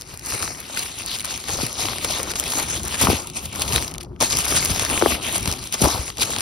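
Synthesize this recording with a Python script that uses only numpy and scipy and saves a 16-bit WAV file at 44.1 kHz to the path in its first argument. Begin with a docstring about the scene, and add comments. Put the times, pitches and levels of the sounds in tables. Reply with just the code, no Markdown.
"""A quiet room, a two-port microphone close to a woven mat where hands unfold thin tissue paper.
Fibres rub and tiny creases crackle; larger creases snap; whole panels buckle with a dull falling pop,
and the flapping sheet pushes air at the microphone. Just after four seconds the hands rest,
leaving the faint low rumble of the room."""
import sys
import numpy as np
from scipy import signal
from scipy.fft import rfft, irfft, next_fast_len
from scipy.io import wavfile
from scipy.ndimage import uniform_filter1d

SR = 44100
rng = np.random.default_rng(int(sys.argv[2]) if len(sys.argv) > 2 else 0)


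def unload_audio(sound):
    """Save the sound as a 16-bit wav file, at the path given as the first command line argument."""
    columns = np.transpose(np.atleast_2d(sound))
    # keep every value between -1 and 1, then stretch to whole-number steps
    steps = np.round(np.clip(columns, -1, 1) * 32767)
    wavfile.write(sys.argv[1], SR, steps.astype(np.int16))


N = 282674

# Spectrum of crackling tissue, close up: frequency_hz, level_db
PAPER_SPECTRUM = [(500, -10), (1200, -2), (1750, -4), (2300, 0), (3200, -2), (4200, -1.5), (5000, -2.5),
                  (6000, 0.1), (8000, -2.5), (10000, -4), (12200, -12), (13500, -13), (15600, -8)]


def amp(db):
    """Decibels to gain."""
    return 10 ** (np.asarray(db) / 20)


def unit_rms(x):
    """Scales to rms 1."""
    return x / np.sqrt(np.mean(x ** 2) + 1e-20)


def at_hz(table, hz, column=1):
    """One column of a table, read on a log-frequency axis."""
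    columns = np.transpose(table)
    return np.interp(np.log(hz + 1), np.log(columns[0] + 1), columns[column])


def at_time(table, t=None, column=1):
    """One column of a table, read at every sample unless times are given."""
    columns = np.transpose(table)
    return np.interp(np.arange(N) / SR if t is None else t, columns[0], columns[column])


def filtered(x, response):
    """Applies a complex frequency response given as a function of Hz."""
    size = next_fast_len(len(x) + 4096)
    return irfft(rfft(x, size) * response(np.fft.rfftfreq(size, 1 / SR)), size)[:len(x)]


def coloured(x, spectrum):
    """Shapes x by a spectrum table, at rms 1."""
    return unit_rms(filtered(x, lambda hz: amp(at_hz(spectrum, hz))))


def add(mix, start_s, sound):
    """Mixes a sound in at start_s."""
    part = mix[max(round(start_s * SR), 0):][:len(sound)]
    part += sound[:len(part)]


def wander(seconds):
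    """Smooth random drift of rms 1."""
    width = max(round(seconds * SR), 2)
    return unit_rms(uniform_filter1d(uniform_filter1d(rng.standard_normal(N), width), width))


def grains(low_hz, high_hz, per_s, spread_db, cycles, clump_db, fall, pitches=24):
    """Clumped random trains of short wavelets that fall in pitch; a few are large."""
    out, clumps = np.zeros(N), amp(clump_db * wander(.012))
    for hz in np.geomspace(low_hz, high_hz, pitches):
        size = amp(spread_db * np.minimum(rng.exponential(1, N), 5)) * rng.choice([-1, 1], N)
        u = np.arange(0, 6 * cycles, hz / SR)  # time in cycles
        wavelet = u * np.exp(-2 * u / cycles) * np.sin(2 * np.pi * u / (1 + fall * u) ** .5)
        train = size * (rng.random(N) < per_s / pitches / SR * clumps)
        out += signal.oaconvolve(train, wavelet * hz / np.linalg.norm(wavelet) / high_hz)[:N]
    return unit_rms(out)


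def swells(events, rest_db, stops=(), stop_ms=10, restart_ms=3):
    """Rows of time_s, level_db: events that rise and fall add in power, and stops hush them."""
    ms = np.arange(0, N / SR * 1000 + 20)
    power = np.zeros(len(ms))
    for peak_s, db, rise, fall in events:
        late_ms = ms - peak_s * 1000
        u = np.where(late_ms < 0, -late_ms / max(rise, 1), late_ms / max(fall, 1))
        power += amp(2 * np.maximum(db - 10 * (u + 0.066 * u ** 3), -200))  # tails fall ever faster
    for start_s, end_s, drop_db in stops:
        still = np.minimum((ms - start_s * 1000) / stop_ms, (end_s * 1000 - ms) / restart_ms)
        power *= amp(-2 * drop_db * np.clip(still + .5, 0, 1))
    return np.transpose([ms / 1000, 10 * np.log10(power + amp(2 * rest_db))])


def room_rumble():
    """Room tone: faint low noise whose level wavers."""
    # Spectrum of the room: frequency_hz, level_db
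    spectrum = [(18, -48), (30, -24), (50, 1), (113, -2), (258, -7), (322, -9.5), (351, -3), (781, -47.5),
                (1660, -62), (6000, -67), (7800, -99), (13200, -120)]
    # Its slow swell: time_s, level_db
    levels = [(0, -44), (1.4, -45), (2.5, -39.5), (4.1, -38), (5.3, -35.5), (6.41, -43)]
    noise = rng.standard_normal(N) * amp(2.4 * wander(0.074))
    return amp(at_time(levels)) * coloured(noise, spectrum)


def finger_rubbing():
    """How hard the fingers rub the sheet, as rows of time_s, level_db."""
    # Pulls of the fingers: peak_s, level_db, rise_ms, fall_ms (each over about the top 10 dB)
    strokes = [(.01, -45.5, 23, 57), (.10, -39.5, 51, 90), (.30, -28, 60, 61), (.34, -26.5, 38, 53.5),
               (.428, -24.5, 47, 69), (.51, -33.5, 60, 38), (.60, -38, 148, 215), (.78, -29, 70, 180),
               (1.0, -32.5, 27, 150), (1.085, -30, 22, 19), (1.115, -39, 12, 30), (1.153, -26, 43, 13),
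               (1.19, -41, 27, 43), (1.32, -31, 163, 132), (1.49, -28.5, 28, 208), (1.63, -30.5, 160, 78),
               (1.81, -24.5, 44.5, 154), (2.05, -27, 42, 14), (2.10, -25, 36, 156), (2.31, -28, 57.5, 11),
               (2.40, -28, 61, 25), (2.50, -27.5, 101, 69), (2.597, -22, 68, 20), (2.63, -26.5, 24.5, 23.5),
               (2.70, -27.5, 75.5, 92), (2.77, -25.5, 83, 31), (2.87, -31, 50, 52), (2.945, -27, 55, 34),
               (3.02, -16, 24, 25), (3.048, -21.5, 17, 10), (3.12, -24.5, 118, 100), (3.27, -38, 4, 43),
               (3.37, -27, 26, 33), (3.46, -28, 12.5, 4), (3.56, -35.5, 93, 86), (3.62, -25, 32, 33),
               (3.76, -21, 71, 41), (3.82, -29, 30, 57), (3.92, -48, 30, 4), (3.95, -50, 60, 88),
               (4.012, -37, 11, 7.5), (4.21, -17, 11, 64), (4.33, -22.5, 26, 47), (4.405, -22, 64, 20),
               (4.45, -26.5, 32, 41), (4.51, -21.5, 47, 46), (4.57, -20.5, 49, 29), (4.66, -22.5, 88.5, 16),
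               (4.70, -21, 27, 34.5), (4.77, -24.5, 37, 46), (4.825, -23, 25, 51.5), (4.91, -22.5, 32, 105),
               (5.0, -28.5, 204, 114), (5.11, -21.5, 72, 57.5), (5.23, -31.5, 29, 150),
               (5.285, -25, 46.5, 34), (5.362, -22, 43, 35), (5.43, -32, 40, 29.5), (5.50, -31.5, 145, 85),
               (5.66, -35, 204, 50), (5.74, -22, 14.5, 15.5), (5.83, -20, 42.5, 135), (6.09, -35.5, 98, 32),
               (6.225, -17.5, 24.5, 32), (6.33, -30, 104, 125), (6.40, -32.5, 60, 52)]
    # The hands stop and still the sheet: start_s, end_s, drop_db
    stops = [(1.215, 1.24, 4.5), (2.325, 2.352, 3.5), (3.932, 3.938, 8), (3.968, 3.981, 10),
             (3.992, 4.001, 12), (4.068, 4.203, 22), (4.85, 4.885, 1.5), (5.17, 5.21, 4), (6.12, 6.168, 0)]
    return swells(strokes, rest_db=-70, stops=stops)


def rustle(rubbing):
    """Sliding fibres hiss in gusts under tiny crackling creases; grip and hand shape move the colour."""
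    # Resonance of the hollow between hand and sheet: time_s, centre_hz, lift_db
    hollow = [(0, 5270, 0.5), (.3, 2000, 2.5), (.5, 1890, 1.5), (.8, 3400, 3), (1.1, 3880, 2),
              (1.3, 3500, 2.5), (1.6, 4370, 3), (1.85, 3800, 2.5), (2.2, 4840, 1), (2.7, 3860, -2),
              (3.05, 4300, 1), (3.45, 3470, 2), (3.75, 4650, 0.5), (4.4, 5130, 2.5), (5.1, 3040, 5),
              (5.35, 3140, 5), (5.75, 4100, 2.5), (6.41, 4150, 1.5)]
    # An echo off the near hand cancels one band: time_s, centre_hz, depth_db, width_octaves
    echo = [(0, 3400, 4, 0.31), (.3, 3400, 11, 0.22), (.45, 3280, 18, 0.17), (.65, 3200, 4, 0.48),
            (.8, 6000, 4, 0.18), (1.0, 1760, -1, .2), (1.55, 1600, 9, 0.16), (2.0, 1680, 2, 0.14),
            (3.1, 1870, -2, 0.18), (3.3, 1720, 19, 0.23), (4.0, 1620, -2, .15), (4.4, 3920, 5.5, 0.3),
            (5.3, 5200, 3.5, 0.65), (5.55, 1790, 7, 0.19), (6.41, 1800, 0, .15)]
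    hiss = rng.standard_normal(N) * amp(2.0 * wander(0.0063) + 2.9 * wander(0.00074))
    crackle = grains(1216, 15500, per_s=3000, spread_db=2.0, cycles=0.98, clump_db=4.0, fall=0.0092)
    # Stiffer facets ring for a few cycles.
    ticks = grains(1048, 9000, per_s=900, spread_db=2.5, cycles=2.4, clump_db=4.5, fall=0.007, pitches=12)
    paper = coloured(0.58 * unit_rms(hiss) + 0.61 * crackle + 0.3 * ticks, PAPER_SPECTRUM)
    hz, t, frames = signal.stft(paper, SR, nperseg=256)
    octaves = np.log2(np.clip(hz, 1200, None))[:, None]

    def band_db(table, width_octaves):
        offset = octaves - np.log2(at_time(table, t))
        return at_time(table, t, column=2) * np.exp(-(offset / width_octaves) ** 2)

    db_per_octave = -0.99 + 0.066 * (at_time(rubbing, t) + 30)  # gentler rubbing is duller
    tilt_db = (octaves - np.log2(5000)) * db_per_octave
    hollow_db = band_db(hollow, width_octaves=0.46)
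    echo_db = -band_db(echo, np.maximum(at_time(echo, t, column=3), .05))
    # Different folds sound at different moments.
    folds = uniform_filter1d(uniform_filter1d(rng.standard_normal(frames.T.shape), 24, 0), 8, 1).T
    frames *= amp(tilt_db + hollow_db + echo_db + 2.28 * unit_rms(folds))
    return amp(at_time(rubbing) + 2.5) * signal.istft(frames, SR, nperseg=256)[1][:N]


def random_creases(rubbing, count=220, over_rubbing_db=13):
    """Rows for crease_snaps: further creases give way at random times, as loud as the rubbing allows."""
    when, extra_db, tilt, length = rng.random((count, 4)).T
    start_s = when * N / SR
    level_db = at_time(rubbing, start_s) + over_rubbing_db + extra_db
    return list(zip(start_s, level_db, 2.5 + 14.0 * (tilt - .5), 0.21 * (.5 + length)))


def crease_snaps(rubbing, ring_hz=4900, ring_octaves=0.14):
    """A crease lets go in a burst of a few milliseconds and rings briefly, higher when brighter."""
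    # Creases at set times: start_s, level_db, tilt_db_per_octave, length_ms
    set_creases = [(0.012, -14.5, 3, 0.57), (0.0205, -13.5, 2, 0.37), (0.175, -13, 7, 0.41),
                   (0.1947, -18, 4, 0.87), (0.26, -14.5, 15, 1.5), (0.323, -9.5, -16, 0.73),
                   (0.351, -21, 0, 0.65), (0.3665, -22, 3, 0.44), (0.376, -28, -5, .6),
                   (0.404, -14, -2, 0.88), (0.425, -7.5, 2, 2.2), (0.441, -17, -13, 0.88),
                   (0.478, -12, -12, 0.46), (0.541, -21, 9, .5), (0.549, -19.5, -4, 0.5),
                   (0.604, -11, 16, 0.5), (0.629, -22, -3, .5), (0.7667, -10, 9, 0.43),
                   (0.7748, -7, 0, .8), (0.782, -9, 2, 0.56), (0.7931, -3, 6.5, 0.41),
                   (0.821, -22, 0, 0.94), (0.834, -17, 12, .5), (0.854, -19, 7, 0.55),
                   (0.873, -19, 13, .6), (0.987, -11.5, 9, 0.58), (1.0621, -4, 9, 0.51),
                   (1.109, -15, 4, 1.5), (1.116, -12.5, -1.5, 0.77), (1.178, -16, 8, .5),
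                   (1.187, -11, 3, 0.91), (1.197, -10, 2, 0.53), (1.206, -10, 1.5, 0.76),
                   (1.2155, -14, 2, .5), (1.226, -15, 6, 0.37), (1.233, -22, -6, .4),
                   (1.2467, -10, 6, 2.2), (1.2552, -9, 6, 0.51), (1.277, -15.5, -2, 1.1),
                   (1.307, -15, -14, 0.89), (1.359, -32, -1, 0.54), (1.3772, -11, 1, .4),
                   (1.441, -11, -3, 0.16), (1.484, -15, -6, 1), (1.4922, -9, -1, 0.89),
                   (1.534, -21, 0, 0.45), (1.619, -10, -3, 0.89), (1.6654, -7, 10, 1.1),
                   (1.7288, -11.5, 7, 0.93), (1.825, -14, -8, 0.51), (1.8558, -7, -6, .5),
                   (1.886, -8, -10, 0.4), (1.8987, -11, -7, 0.48), (1.9155, -25, 7, 0.64),
                   (1.934, -13.5, -17, 0.39), (1.984, -7.5, -2, 0.62), (2.028, -17, -6, .6),
                   (2.0459, -4.5, 2, 1.6), (2.074, -12, 8, 0.54), (2.108, -5.5, 0, .7),
                   (2.154, -27, 2, 0.51), (2.1855, -13, 5, 0.67), (2.2313, -6, 5, 0.59),
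                   (2.3166, -8.5, -0.5, 1.4), (2.337, -13, -5, 0.65), (2.356, -10.5, -2.5, 2.7),
                   (2.399, 2.5, 7, 0.34), (2.4068, -1, 8, 0.24), (2.414, -15, 26, .6),
                   (2.439, -9, 0.5, 0.89), (2.479, -9, 10, .5), (2.502, -11, 4, 1.2),
                   (2.537, -10, 12, 1.4), (2.554, -10, -4, 0.82), (2.5193, -6.5, 1, 2.4),
                   (2.833, -10, 5, 0.69), (2.8584, -10, 6, 0.54), (2.852, -10, 12, 0.55),
                   (2.8768, -10, 9, 0.63), (2.882, -8, 8, 0.53), (2.936, -23, -1, .6), (2.98, -15, 7, .6),
                   (3.015, -3, 21, 1.6), (3.024, -15, -14, 1.3), (3.2727, -12, 6, 0.55),
                   (3.3, -15, 2, 1.2), (3.4565, -8.5, 10, 0.87), (3.529, -14, 0.5, 0.6),
                   (3.5522, -15, -3, 0.37), (3.5588, -13, 2, 0.86), (3.596, -13, 4, 0.95),
                   (3.6205, 0.5, 2.5, 0.41), (3.624, -11, 1, .6), (3.679, -12, -1, 2),
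                   (3.724, -5, -2, 0.76), (3.7609, 4, 0.5, 0.65), (3.781, -8, -10, 1.2),
                   (3.825, -10, 1, 0.79), (3.8461, -13, -2, 0.79), (3.879, -12.5, 2, 1.5),
                   (3.9132, -17, 5, .7), (3.919, -23, -4, 0.66), (3.94, -13, 4, 0.67),
                   (3.947, -21, -7, 1.4), (3.956, -21, 4, .6), (3.9617, -32, -5.5, .7),
                   (3.9825, -12, 1, 0.37), (4.01, -24, 3, 0.46), (4.03, -21, 0.5, 0.46),
                   (4.033, -22, 3, 1.5), (4.0471, -29.5, -4, 1.5), (4.1626, -33.5, -12, 1),
                   (4.213, -22, -2, 8), (4.236, -4, 1, 0.85), (4.309, -3.5, 2, 0.68),
                   (4.303, -10, 2, 0.66), (4.324, -6, 2, 0.67), (4.3282, -6, -1, 1.3),
                   (4.371, 1, 5.5, 0.43), (4.387, -0.5, 10, .6), (4.4544, -4, 11, 0.87),
                   (4.49, -10, 6, 0.65), (4.516, -11, 10, 0.58), (4.523, -14, -10, 3),
                   (4.563, -2, 4, 0.95), (4.5715, -4, -4, 0.45), (4.6276, -6.5, -3, 0.33),
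                   (4.65, 7, 12, 0.31), (4.658, -2, 6.5, 0.65), (4.749, -9, 5, 0.72),
                   (4.761, -10, -2, 1.2), (4.778, -9, 6, .6), (4.796, -3, 2, 0.93), (4.821, -9, 1, 1.3),
                   (4.85, -3.5, 0.5, 1.1), (4.8996, -6.5, -7, 1.2), (4.906, -19, 4, 0.62),
                   (4.977, -7, -21, 0.53), (5.0232, -12, -2, .5), (5.12, -9, -24, 1.7),
                   (5.248, -19, 0, 0.37), (5.276, -22, 5, 3), (5.294, -11, -9, 0.51),
                   (5.3262, -6.5, 13, 0.5), (5.381, -3, 14, 0.63), (5.399, -15, 7, .6),
                   (5.409, -11, 6, 0.45), (5.429, -10.5, 7, 0.88), (5.458, -7, -1, 0.92),
                   (5.4758, -5, 0, 1.2), (5.515, -4.5, 1, 0.52), (5.526, -3.5, 2, 0.48),
                   (5.538, -9.5, -2, 0.63), (5.593, -29, 7, .5), (5.64, -14, 3, 0.54),
                   (5.664, -25, 7, .4), (5.673, -14.5, 3, 1.3), (5.725, -6, 8, 1.2),
                   (5.741, -6.5, -0.5, 2), (5.8186, -1, 5, 4.2), (5.8586, -8.5, -16, 0.53),
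                   (6.069, -21, 4, 0.55), (6.081, -18, -12, 0.77), (6.102, -12.5, -3.5, 0.8),
                   (6.1715, -13, -0.5, 1.4), (6.184, -7, 3, 0.31), (6.2195, -13, 0, 0.67),
                   (6.2342, -15, -23, 1.5), (6.306, -13, -3, .6), (6.314, -14, 0, 0.5),
                   (6.335, -11, -8, 0.76), (6.3637, -4, -3, 0.61), (6.3858, -4.5, 2, 0.56),
                   (6.4065, -5, -1, 1.8)]
    out, ms = np.zeros(N), np.arange(1024) / SR * 1000
    hz = np.fft.rfftfreq(1024, 1 / SR)
    octaves = np.log2(np.clip(hz, 2200, 11000) / 5000)
    for start_s, level_db, tilt, length_ms in random_creases(rubbing) + set_creases:
        off_ring = np.log2(hz / ring_hz + 1e-9) - 0.027 * tilt
        ring_db = 5 * np.exp(-(off_ring / ring_octaves) ** 2)
        colour = amp(ring_db + at_hz(PAPER_SPECTRUM, hz) + tilt * octaves)
        noise = irfft(rfft(rng.standard_normal(1024)) * colour)
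        u = ms / max(length_ms, .2)
        burst = noise * (1 - np.exp(-u / 0.15)) * np.exp(-u / 1.8)
        add(out, start_s - .0004, amp(level_db - 2.0) * burst / abs(burst).max())
    return out


def panel_pops():
    """Bending waves in paper carry the high pitches first, so each buckling panel falls in pitch."""
    # Panels flipping their curve: start_s, level_db, final_pitch_hz, extra_onset_cycles
    flips = [(0.135, -27, 95, .1), (0.343, -25, 266, 3.2), (0.4292, -8.5, 1190, 0.44),
             (0.478, -15, 900, 1.1), (0.699, -22.5, 590, 0.57), (0.7729, -9.5, 1430, 0.67),
             (1.247, -15, 1050, 0.78), (1.486, -20, 700, .4), (1.492, -17.5, 391, 0.87),
             (1.4985, -14.5, 800, 0.34), (1.524, -25, 500, 0.34), (1.534, -20, 700, .4),
             (1.552, -22, 450, 0.33), (1.5784, -24, 453, 0.51), (1.5896, -14, 553, .4),
             (1.594, -21, 96, 0.33), (1.601, -15, 800, .3), (1.61, -18.5, 700, .3),
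             (1.6319, -13, 118, 1.48), (2.048, -16.5, 424, 1.07), (2.2003, -13.5, 446, 2.7),
             (2.5354, -12.5, 790, 1.1), (2.6033, -20, 273, 1.5), (3.014, -9, 980, 0.18),
             (3.036, -7.5, 104.5, 1.13), (3.0173, -8.5, 1010, 0.29), (3.052, -10.5, 1100, .2),
             (3.0714, 1, 1150, .02), (3.074, -13, 700, 0.22), (3.078, -11, 1150, 0.24),
             (3.0845, -5, 198, 0.68), (3.093, -23, 700, .3), (3.102, -6.5, 753, 0.24),
             (3.1045, -17, 420, .2), (3.109, -25, 500, 0.33), (3.0999, -3, 363, 0.25),
             (3.130, -7.5, 230, 0.64), (3.144, -19, 75, 0.23), (3.733, -15.5, 111, 0.22),
             (3.76, -14, 355, 0.89), (3.77, -20, 445, 0.24), (4.2128, -10, 465, 0.69),
             (4.2215, -11, 700, .4), (4.2252, -10, 457, 0.58), (4.3325, -18, 396, 1.9),
             (4.388, -10.5, 1100, 1.5), (4.4662, -11, 900, 1.6), (4.5212, -12, 370, 0.48),
             (4.555, -15.5, 580, 0.42), (4.705, -13, 84, 0.85), (4.7962, -14, 777, 0.54),
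             (4.8228, -14.5, 416, 0.92), (4.8343, -11, 1010, 0.51), (4.939, -16, 330, 1.8),
             (5.0136, -9, 505, 1.4), (5.0231, 1, 331, 2.17), (5.0345, -5.5, 330, .1),
             (5.0554, -15, 348, 0.26), (5.0603, 2, 337, 1.6), (5.1107, -18, 497, 1.6),
             (5.3578, -12, 577, 1.1), (5.48, -13, 77, .2), (5.8172, -3.5, 167, 1.21),
             (5.828, -16, 69.5, 0.32), (5.844, -5, 267, 1.58), (5.8425, -11, 820, .2),
             (5.8525, -2, 560, .3), (5.8578, -2, 760, .3), (5.8605, -15, 420, .3), (5.8716, -6, 310, 0.098),
             (5.8778, -10, 800, .5), (5.888, -12, 700, .3), (5.908, -17, 1000, .3),
             (5.992, -16.5, 62, 0.26), (6.229, -27, 450, 0.49)]
    out = np.zeros(N)
    for start_s, level_db, pitch_hz, extra_cycles in flips:
        u = np.arange(0, 8, pitch_hz / SR)  # time in cycles of the final pitch
        turns = u + extra_cycles * (1 - np.exp(-u / 0.29))
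        envelope = (1 - np.exp(-(u / 0.18) ** 2)) * np.exp(-u / 1.29)
        add(out, start_s - .0004, amp(level_db) * envelope * np.sin(2 * np.pi * turns))
    return out


def sheet_flaps(rubbing, rise_share=0.43, flex_slower=2.03):
    """The sheet flexes with small flips and a low rub, and pushes air; panels settle slower than air."""
    # Flaps of the whole sheet: peak_s, air_db, flex_db, air_fall_ms (over about the top 10 dB)
    flaps = [(0.14, -31.5, -41.5, 11), (.34, -30.5, -30, 17), (.435, -67, -39.5, 40), (.82, -43, -67, 45),
             (1.36, -40, -47, 48), (1.50, -29.5, -36, 31), (1.58, -31.5, -39, 36),
             (1.638, -32.5, -32.5, 35), (1.84, -38, -34.5, 140), (2.05, -34, -33.5, 19),
             (2.19, -38.5, -33, 137), (2.45, -38, -36.5, 62), (2.55, -54, -33, 50),
             (2.618, -27.5, -35.5, 24), (2.77, -50, -56, 30), (2.84, -38.5, -39, 104), (3.04, -19, -21, 36),
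             (3.10, -23, -28, 54), (3.43, -32, -46, 51), (3.56, -33, -37, 51), (3.66, -30.5, -37, 57),
             (3.73, -25.5, -30.5, 97), (3.87, -44, -53.5, 43), (4.226, -18.5, -18, 7.5),
             (4.37, -37, -53, 67), (4.53, -29, -38.5, 86), (4.71, -26, -33, 60), (4.91, -28.5, -29, 75),
             (5.14, -33, -30, 31), (5.07, -33, -26.5, 49), (5.30, -34, -33.5, 66), (5.48, -29, -30, 42),
             (5.843, -18.5, -18.5, 29), (5.951, -31, -28.5, 38), (5.998, -42, -49, 36),
             (6.191, -40, -36, 16), (6.30, -34.5, -35, 52), (6.388, -36, -31, 34)]
    # Spectrum of the flexing panels: frequency_hz, level_db
    flex_spectrum = [(120, -15), (250, 9), (400, 4), (800, 3), (1300, -1.5), (1800, -22), (3000, -46)]
    # Spectrum of air pushed at the microphone: frequency_hz, level_db
    air_spectrum = [(20, -46), (42, -6.5), (70, 7), (120, 3.5), (200, -4), (350, -21)]
    flips = grains(177, 1503, per_s=500, spread_db=1.5, cycles=1.63, clump_db=5.0, fall=0.083, pitches=12)
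    flex = coloured(0.36 * flips + 0.86 * rng.standard_normal(N), flex_spectrum)
    air = coloured(rng.standard_normal(N) * amp(1.6 * wander(0.024)), air_spectrum)
    pushes = [(s, db, rise_share * ms, ms) for s, db, _, ms in flaps]
    bends = [(s, db, rise_share * flex_slower * ms, flex_slower * ms) for s, _, db, ms in flaps]
    push_db = at_time(swells(pushes, rest_db=-70)) + 2.9
    bend_db = at_time(swells(bends, rest_db=-58)) + 1.0
    rub_db = at_time(rubbing)  # both also follow the rubbing
    flex_gain = np.hypot(amp(bend_db), amp(rub_db - 8))
    air_gain = np.hypot(amp(push_db), amp(rub_db - 12.5))
    return flex * flex_gain + air * air_gain


def scattered(x):
    """The same sound by ever-changing paths off moving hands and folds: random phases in short frames."""
    frames = signal.stft(x, nperseg=128)[2]
    phases = np.exp(2j * np.pi * rng.random(frames.T.shape).T)
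    return unit_rms(signal.istft(frames * phases, nperseg=128)[1][:N]) * np.std(x)


def right_port(left):
    """The right port hears the paper shaded, shifted in phase and partly by other paths."""
    # Left port against right: frequency_hz, left_louder_db, left_lead_rad, coherence (0-1)
    ports = [(60, 1.2, .2, .95), (350, 4.9, .5, .94), (1200, 8.5, .85, .87), (1800, 6, .1, .35),
             (2900, 2.5, .1, .45), (4300, 2.8, .1, .85), (5900, 7.5, -.3, .8), (6350, 8.3, -1.5, .45),
             (6750, .3, -3.15, .98), (8050, 0, -3.2, .98), (10300, 0, -6.2, .95), (12200, 0, -6.4, .95),
             (13300, 0, -9.3, .94), (15800, 0, -9.5, .93)]
    coherence = lambda hz: np.clip(at_hz(ports, hz, column=3), 0, 1)
    shade = lambda hz: amp(-at_hz(ports, hz)) * np.exp(-1j * at_hz(ports, hz, column=2))
    direct = filtered(left, lambda hz: coherence(hz) * shade(hz))
    indirect = filtered(scattered(left), lambda hz: np.sqrt(1 - coherence(hz) ** 2) * shade(hz))
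    return direct + indirect


def scene():
    """The paper close up over the room tone, at the left and right ports."""
    rubbing = finger_rubbing()
    left = rustle(rubbing) + crease_snaps(rubbing) + panel_pops() + sheet_flaps(rubbing) + room_rumble()
    return amp(0.66) * np.array([left, right_port(left)])


def record(dry):
    """The loudest peaks clip, then the treble is cut above 15850 Hz."""
    lowpass = signal.firwin(511, 15850, window=("kaiser", 9), fs=SR)
    return signal.oaconvolve(np.clip(dry, -1, 1), lowpass[None], "same")


dry = scene()
out = record(dry)
unload_audio(out)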